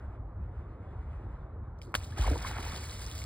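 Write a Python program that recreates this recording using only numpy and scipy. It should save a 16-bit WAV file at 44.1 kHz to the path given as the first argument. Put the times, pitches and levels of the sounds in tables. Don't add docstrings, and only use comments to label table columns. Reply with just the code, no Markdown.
import sys
import numpy as np
from scipy import signal
from scipy.fft import rfft, irfft, next_fast_len
from scipy.io import wavfile
from scipy.ndimage import uniform_filter1d

SR = 44100
rng = np.random.default_rng(int(sys.argv[2]) if len(sys.argv) > 2 else 0)


def persist_wave(psi):
    counts = np.round(np.clip(psi, -1, 1) * 32767).astype(np.int16)
    wavfile.write(sys.argv[1], SR, np.atleast_2d(counts).T)


def makeup_ratio(level_db):
    decades = np.asarray(level_db, float) / 20
    return 10 ** decades


N = 143325

# (frequency [Hz], level [dB])
FIZZ = [(1200, -18.5), (2200, -8), (4300, 2.5), (7500, -3), (9800, -13), (12000, -5), (17000, -17.5)]
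GLUG_GLIDE = 3.7


def evened(x):
    return x / np.sqrt(np.mean(x ** 2) + 1e-20)


def read(points, hz):
    f, value = np.transpose(points)
    return np.interp(np.log(hz + 1), np.log(f + 1), value)


def along(table, column):
    rows = np.array(table)
    return np.interp(np.arange(N) / SR, rows[:, 0], rows[:, column], left=-150 * (column == 1))


def add(mix, s, sound):
    part = mix[round(s * SR):][:len(sound)]
    part += sound[:len(part)]


def tint(x, points):
    gain = makeup_ratio(read(points, np.fft.rfftfreq(len(x), 1 / SR)))
    return evened(irfft(rfft(x) * gain, len(x)))


def bubble(hz, t60, rise_s):
    t = np.arange(0, t60, 1 / SR)
    envelope = np.minimum(t / rise_s, 1) * makeup_ratio(-60 * t / t60)
    return envelope * np.sin(2 * np.pi * hz * t * (1 + GLUG_GLIDE * t))


def grains(points, per_s, cycles, spread_db, flicker_db, count=30):
    clumps = uniform_filter1d(uniform_filter1d(rng.standard_normal(N), size=300), size=200)
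    uneven_db = spread_db * np.minimum(rng.exponential(1, N), 4)
    size = makeup_ratio(uneven_db + flicker_db * evened(clumps)) * (rng.random(N) < per_s / SR)
    kind, out = rng.integers(0, count, N), np.zeros(N)
    for k, hz in enumerate(np.geomspace(points[0][0], points[-1][0], count)):
        u = np.arange(0, 3 * cycles, hz / SR)
        shape = (1 - np.exp(-3 * u)) * np.exp(-2 * u / cycles)
        shape *= np.sin(2 * np.pi * u * (1 + 0.028 * u))
        shape *= makeup_ratio(read(points, hz)) * np.sqrt(hz) / np.linalg.norm(shape)
        out += signal.oaconvolve(size * (kind == k), shape)[:N]
    return evened(out)


def bed(points, patchy_db, swell_db):
    frames, hz = N // 512 + 5, np.fft.rfftfreq(2048, 1 / SR)
    a, b, patches = rng.standard_normal((frames, 1025, 3)).T
    patches = evened(uniform_filter1d(uniform_filter1d(patches, size=12, axis=0), size=6, axis=1))
    swell = evened(uniform_filter1d(rng.standard_normal(frames), size=30))
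    level_db = read(points, hz)[:, None] + patchy_db * patches + swell_db * swell
    z = (a + 1j * b) * makeup_ratio(level_db)
    return evened(signal.istft(z, nperseg=2048, noverlap=1536)[1][:N])


def tail():
    # (time [s], peak [dB], ring [Hz], ring t60 [s], spatter [dB])
    blows = [
        (1.9423, -16, 1200, .0028, -42),
        (1.9444, -26, 1300, .005, -50),
        (1.9424, -22, 2300, .003, -50),
        (1.9508, -28, 3400, .008, -33),
        (1.9508, -36, 15000, .006, -40),
        (1.9523, -16, 1450, .005, -30),
        (1.952, -17.5, 2800, .004, -36),
        (1.8168, -43, 2300, .012, -60),
        (1.817, -44, 3100, .009, -62),
        (1.8172, -47, 5100, .01, -60),
    ]
    blow_rise_s, spatter_rise_s, spatter_t60 = .003, .002, .024
    out, t = np.zeros(N), np.arange(-.004, .06, 1 / SR)
    for s, db, hz, t60, spatter_db in blows:
        envelope = makeup_ratio(db - 60 * np.maximum(t / t60, -t / blow_rise_s))
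        ring = envelope * np.cos(2 * np.pi * (hz * t + 0.13))
        burst = tint(rng.standard_normal(len(t)), FIZZ) * np.clip(1 + t / spatter_rise_s, 0, 1) ** 2
        burst *= makeup_ratio(spatter_db - 60 * np.maximum(t, 0) / spatter_t60)
        add(out, s + t[0], ring + burst)
    return out


def cavity():
    # (time [s], pitch [Hz], level [dB])
    pocket = [
        (2.186, 106, -72),
        (2.198, 101, -25),
        (2.209, 67, -23),
        (2.235, 42.7, -30),
        (2.26, 43.4, -32),
        (2.294, 55, -20.5),
        (2.311, 61, -31.5),
        (2.325, 79, -22.5),
        (2.353, 72, -45),
    ]
    rows = np.array(pocket)
    t = np.arange(rows[0, 0], rows[-1, 0], 1 / SR)
    turns = 0.45 + np.cumsum(np.interp(t, rows[:, 0], rows[:, 1])) / SR
    level = np.sqrt(2) * makeup_ratio(np.interp(t, rows[:, 0], rows[:, 2]))
    out = np.zeros(N)
    add(out, t[0], level * np.sin(2 * np.pi * turns))
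    return out


def glugging():
    # (time [s], peak [dB], pitch [Hz], t60 [s])
    glugs = [(2.124, -41, 1636, 0.031), (2.18, -28.5, 773, 0.024), (2.19, -30, 310, 0.038),
             (2.186, -33.5, 1650, .02), (2.2435, -21, 1040, 0.014), (2.262, -37, 743, 0.07),
             (2.266, -32, 1650, 0.014), (2.2765, -18, 700, 0.016), (2.276, -25, 940, 0.016),
             (2.285, -24.5, 398, 0.018), (2.313, -29, 664, 0.033), (2.314, -26.5, 268, 0.088),
             (2.34, -24, 457, 0.017), (2.356, -32.5, 910, 0.047), (2.357, -29, 457, 0.042),
             (2.448, -23.5, 1040, 0.023), (2.468, -31, 2120, 0.024), (2.51, -33.5, 813, 0.034),
             (2.565, -30.5, 840, 0.017), (2.566, -27.5, 1380, .014), (2.583, -28.5, 810, 0.025),
             (2.584, -31.5, 1150, .02), (2.592, -36, 940, .02), (2.594, -32.5, 263, 0.041),
             (2.665, -30.5, 894, 0.016), (2.722, -34.5, 1210, 0.018), (3.218, -35.5, 2140, 0.018),
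             (2.206, -36, 895, .015), (2.222, -37, 1330, 0.042), (2.236, -40, 1590, 0.01),
             (2.267, -30, 2150, 0.017), (2.332, -35.5, 1560, 0.019), (2.173, -42, 1650, 0.019),
             (2.257, -36, 1980, 0.011), (2.286, -34, 1370, .015), (2.316, -34.5, 2200, 0.017),
             (2.513, -36, 1410, .03), (2.545, -37, 1310, .02), (2.622, -44, 1290, .025),
             (2.627, -38.5, 2170, .03), (2.705, -38, 2170, .03), (2.735, -35, 193, 0.045),
             (2.757, -51, 844, 0.022), (2.839, -35, 2160, .015), (2.927, -39, 2010, 0.016),
             (3.016, -33.5, 1600, 0.013), (3.129, -47, 1580, .015), (1.85, -47.5, 284, 0.084),
             (1.89, -45, 331, .08), (3.175, -41.5, 2020, 0.015)]
    rise_s, company_db, company_s = 0.0016, -9, .02
    out = np.zeros(N)
    for s, db, hz, t60 in glugs:
        add(out, s, makeup_ratio(db) * bubble(hz, t60, rise_s))
        for late, ratio in rng.uniform(-1, 1, (3, 2)):
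            neighbour = bubble(hz * 1.63 ** ratio, t60, rise_s)
            add(out, s + company_s * late, makeup_ratio(db + company_db) * neighbour)
    return out


def near_drops():
    # (time [s], peak [dB], pitch [Hz])
    landing = [(2.177, -50, 2640), (2.1855, -43, 3560), (2.212, -30, 3300), (2.3002, -31, 5140),
               (2.3785, -36, 3630), (2.41, -50, 3530), (2.4729, -38, 3960), (2.5905, -51.5, 4440),
               (2.689, -38.5, 4800), (2.7203, -34, 3500), (2.7616, -31, 3660), (2.8216, -42, 4600),
               (2.8959, -33, 3980), (2.9927, -38.5, 8350), (3.0427, -40, 4470), (3.064, -32.5, 5440),
               (3.0987, -56, 4400), (3.1144, -32.5, 3230), (3.1534, -39, 3430), (3.1803, -33, 4840),
               (2.515, -43, 3930), (2.775, -37, 4400), (2.912, -36, 3920), (2.944, -57, 8300),
               (2.953, -51, 4500), (2.976, -50, 4200), (3.018, -37, 8370), (3.075, -40, 4500),
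               (3.101, -40, 10400), (3.174, -48, 4200), (3.19, -34.5, 7400), (3.192, -41, 4800),
               (3.202, -39, 7150), (3.2097, -53, 3800), (3.24, -35.5, 7600), (2.63, -43, 3300),
               (2.85, -47, 3400)]
    # (time [s], peak [dB], pitch [Hz])
    drips = [(1.784, -64, 3430), (1.789, -57, 5600), (1.817, -54, 8600), (1.823, -45, 4840),
             (1.831, -57, 8000), (1.852, -56, 4700), (1.859, -57, 4600), (1.871, -59, 4500),
             (1.913, -75, 6000), (1.921, -58, 14500), (2.105, -62, 8000), (2.0, -58, 4200),
             (2.035, -42, 3500), (2.05, -48, 4800), (2.1215, -46.5, 3320)]
    t60, tick_db, drop_db, rise_s = .0045, -8, 4, 0.00055
    out, t = np.zeros(N), np.arange(0, .03, 1 / SR)
    for s, db, hz in landing + drips:
        tick = tint(rng.standard_normal(len(t)), FIZZ) * makeup_ratio(tick_db - 60 * t / t60)
        add(out, s, makeup_ratio(db + drop_db) * tick)
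        add(out, s, makeup_ratio(db + drop_db) * bubble(hz, t60, rise_s))
    return out


def spray():
    # (time [s], amount [dB], share of large drops [dB])
    falling = [
        (1.95, -38.5, 7), (1.972, -52.5, -10.5), (2.004, -62, 5.5), (2.044, -54.5, -8),
        (2.066, -61.5, -6), (2.16, -66, 1),
        (2.165, -61, 7.5), (2.187, -49, -0.5), (2.287, -51, 4.5), (2.343, -54, 0.5),
        (2.453, -54.5, 5.5), (2.473, -44, -2), (2.5, -51, 0),
        (2.51, -52, 4), (2.536, -57, 6.5), (2.6, -52, 3), (2.68, -52.5, 2.5), (2.78, -50.5, -0.5),
        (2.788, -52.5, -2.5), (3.172, -53.5, -5.5), (3.18, -52, -10), (3.228, -52.5, -7), (3.25, -60.5, -4)]
    # (time [s], amount [dB])
    running = [
        (1.77, -105),
        (1.79, -82),
        (1.812, -84),
        (1.817, -63),
        (1.84, -62),
        (1.865, -71.5),
        (1.92, -75.5),
        (1.93, -73),
    ]
    # (frequency [Hz], level [dB])
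    large = [(80, 3.5), (250, -8), (700, -3), (1300, -3.5), (2200, -4.5), (3500, -13.5)]
    amount = along(falling, 1)
    fizz = grains(FIZZ, per_s=9000, cycles=2.2, spread_db=1.0, flicker_db=1.5)
    gurgle = grains(large, per_s=4600, cycles=6.1, spread_db=0.5, flicker_db=0.27)
    runoff = makeup_ratio(along(running, 1)) * (np.arange(N) / SR < running[-1][0])
    fine = fizz * (makeup_ratio(amount + 2.5) + runoff)
    return fine + gurgle * makeup_ratio(amount + 4 + along(falling, 2))


def road():
    # (frequency [Hz], density [dB per Hz])
    rumble = [(15, -45.5), (25, -20), (46, -3.5), (76, 0.5), (165, -21.5), (403, -26.5), (528, -28.5),
              (1270, -33), (2600, -63.5), (3380, -77.5), (5720, -120)]
    # (time [s], level [dB])
    traffic = [(0, 0), (.12, 0), (.3, -1), (.55, -1), (.8, 0.5), (1.15, 0), (1.5, .3), (1.75, -0.5),
               (2.0, 0.5), (2.4, 1.5), (2.65, 1.5), (2.95, 0.5), (3.25, -0.5)]
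    return makeup_ratio(-40 + along(traffic, 1)) * bed(rumble, patchy_db=1.36, swell_db=0.38)


def reeds():
    # (frequency [Hz], density [dB per Hz])
    rustle = [(1800, -27), (2600, -6.5), (3500, 4), (4400, -6.5), (6000, -32)]
    # (time [s], level [dB])
    breeze = [(0, -99), (.15, -91), (.4, -96), (.73, -86), (.85, -91), (1.15, -91.5), (1.34, -86),
              (1.5, -92), (1.75, -86), (3.25, -96)]
    return makeup_ratio(along(breeze, 1)) * bed(rustle, patchy_db=6.0, swell_db=-5.5)


def open_air():
    # (frequency [Hz], density [dB per Hz])
    hiss = [(300, -1.5), (1800, -5.5), (2800, -16), (4300, -30), (6000, -29.5), (12000, -42), (13000, -56)]
    return makeup_ratio(-66) * bed(hiss, patchy_db=1.5, swell_db=-4.0)


def scene():
    water = tail() + cavity() + glugging() + near_drops() + spray()
    return np.tile(water + road() + reeds() + open_air(), (2, 1))


def widen(dry):
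    # (frequency [Hz], lead [turns])
    leads = [(0, 0), (150, -.016), (380, -.095), (950, -.105), (1800, 0), (2720, .38), (4100, .09),
             (5830, .5)]
    hz_per_turn, scatter_db, scatter_t60 = 6650, -23.5, .03
    low_hz, edge_hz = 40.8, 15800
    size = next_fast_len(N + 8192)
    hz, t = np.fft.rfftfreq(size, 1 / SR), np.arange(0, .034, 1 / SR)
    beyond = np.maximum(hz - leads[-1][0], 0) / hz_per_turn
    lead = np.pi * (np.interp(hz, *np.transpose(leads)) + beyond)
    bent = rng.standard_normal(len(t)) * makeup_ratio(-60 * t / scatter_t60)
    bent = rfft(bent / np.linalg.norm(bent), size) * makeup_ratio(scatter_db)
    bent *= hz ** 2 / (hz ** 2 + 300.0 ** 2)
    gain = np.exp(1j * np.array([lead, -lead])) * np.array([1 + bent, 1 - bent])
    gain *= np.clip((edge_hz + 100 - hz) / 200, 0, 1) / np.sqrt(1 + (low_hz / (hz + 1)) ** 8)
    return irfft(rfft(dry, size) * gain, size)[:, :N]


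def mute(pair):
    # (frequency [Hz], level [dB])
    below = [(1000, -30), (1800, -15), (4000, -22), (6000, -12), (9200, -5.5), (12400, -5), (15000, -7)]
    sudden = [
        1.82,
        1.92,
        1.945,
        2.175,
        2.475,
    ]
    bins, jitter_db = 10, 2.5
    mid_side = np.array([pair[0] + pair[1], pair[0] - pair[1]]) / 2
    hz, t, z = signal.stft(mid_side, SR, nperseg=1024)
    band = np.arange(len(hz)) // bins * bins
    power = uniform_filter1d(uniform_filter1d(abs(z) ** 2, size=bins, axis=1), size=5, axis=2)
    power = power[:, np.minimum(band + bins // 2, len(hz) - 1)]
    jitter = rng.standard_normal((len(t) // 2 + 1, len(hz))).repeat(2, axis=0)[:len(t), band].T
    limit = makeup_ratio(2 * (read(below, hz)[:, None] + jitter_db * jitter))
    steady = abs(t[:, None] - sudden).min(axis=1) > .018
    weak = (power < limit * power[::-1]) & steady
    mid, side = signal.istft(z * ~weak, SR, nperseg=1024)[1][:, :N]
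    return np.array([mid + side, mid - side])


def band_limit(x):
    return signal.sosfilt(signal.butter(12, 16470, fs=SR, output="sos"), x)


def record(dry):
    mix = mute(widen(dry))
    return band_limit(mix)


dry = scene()
out = record(dry)
persist_wave(out)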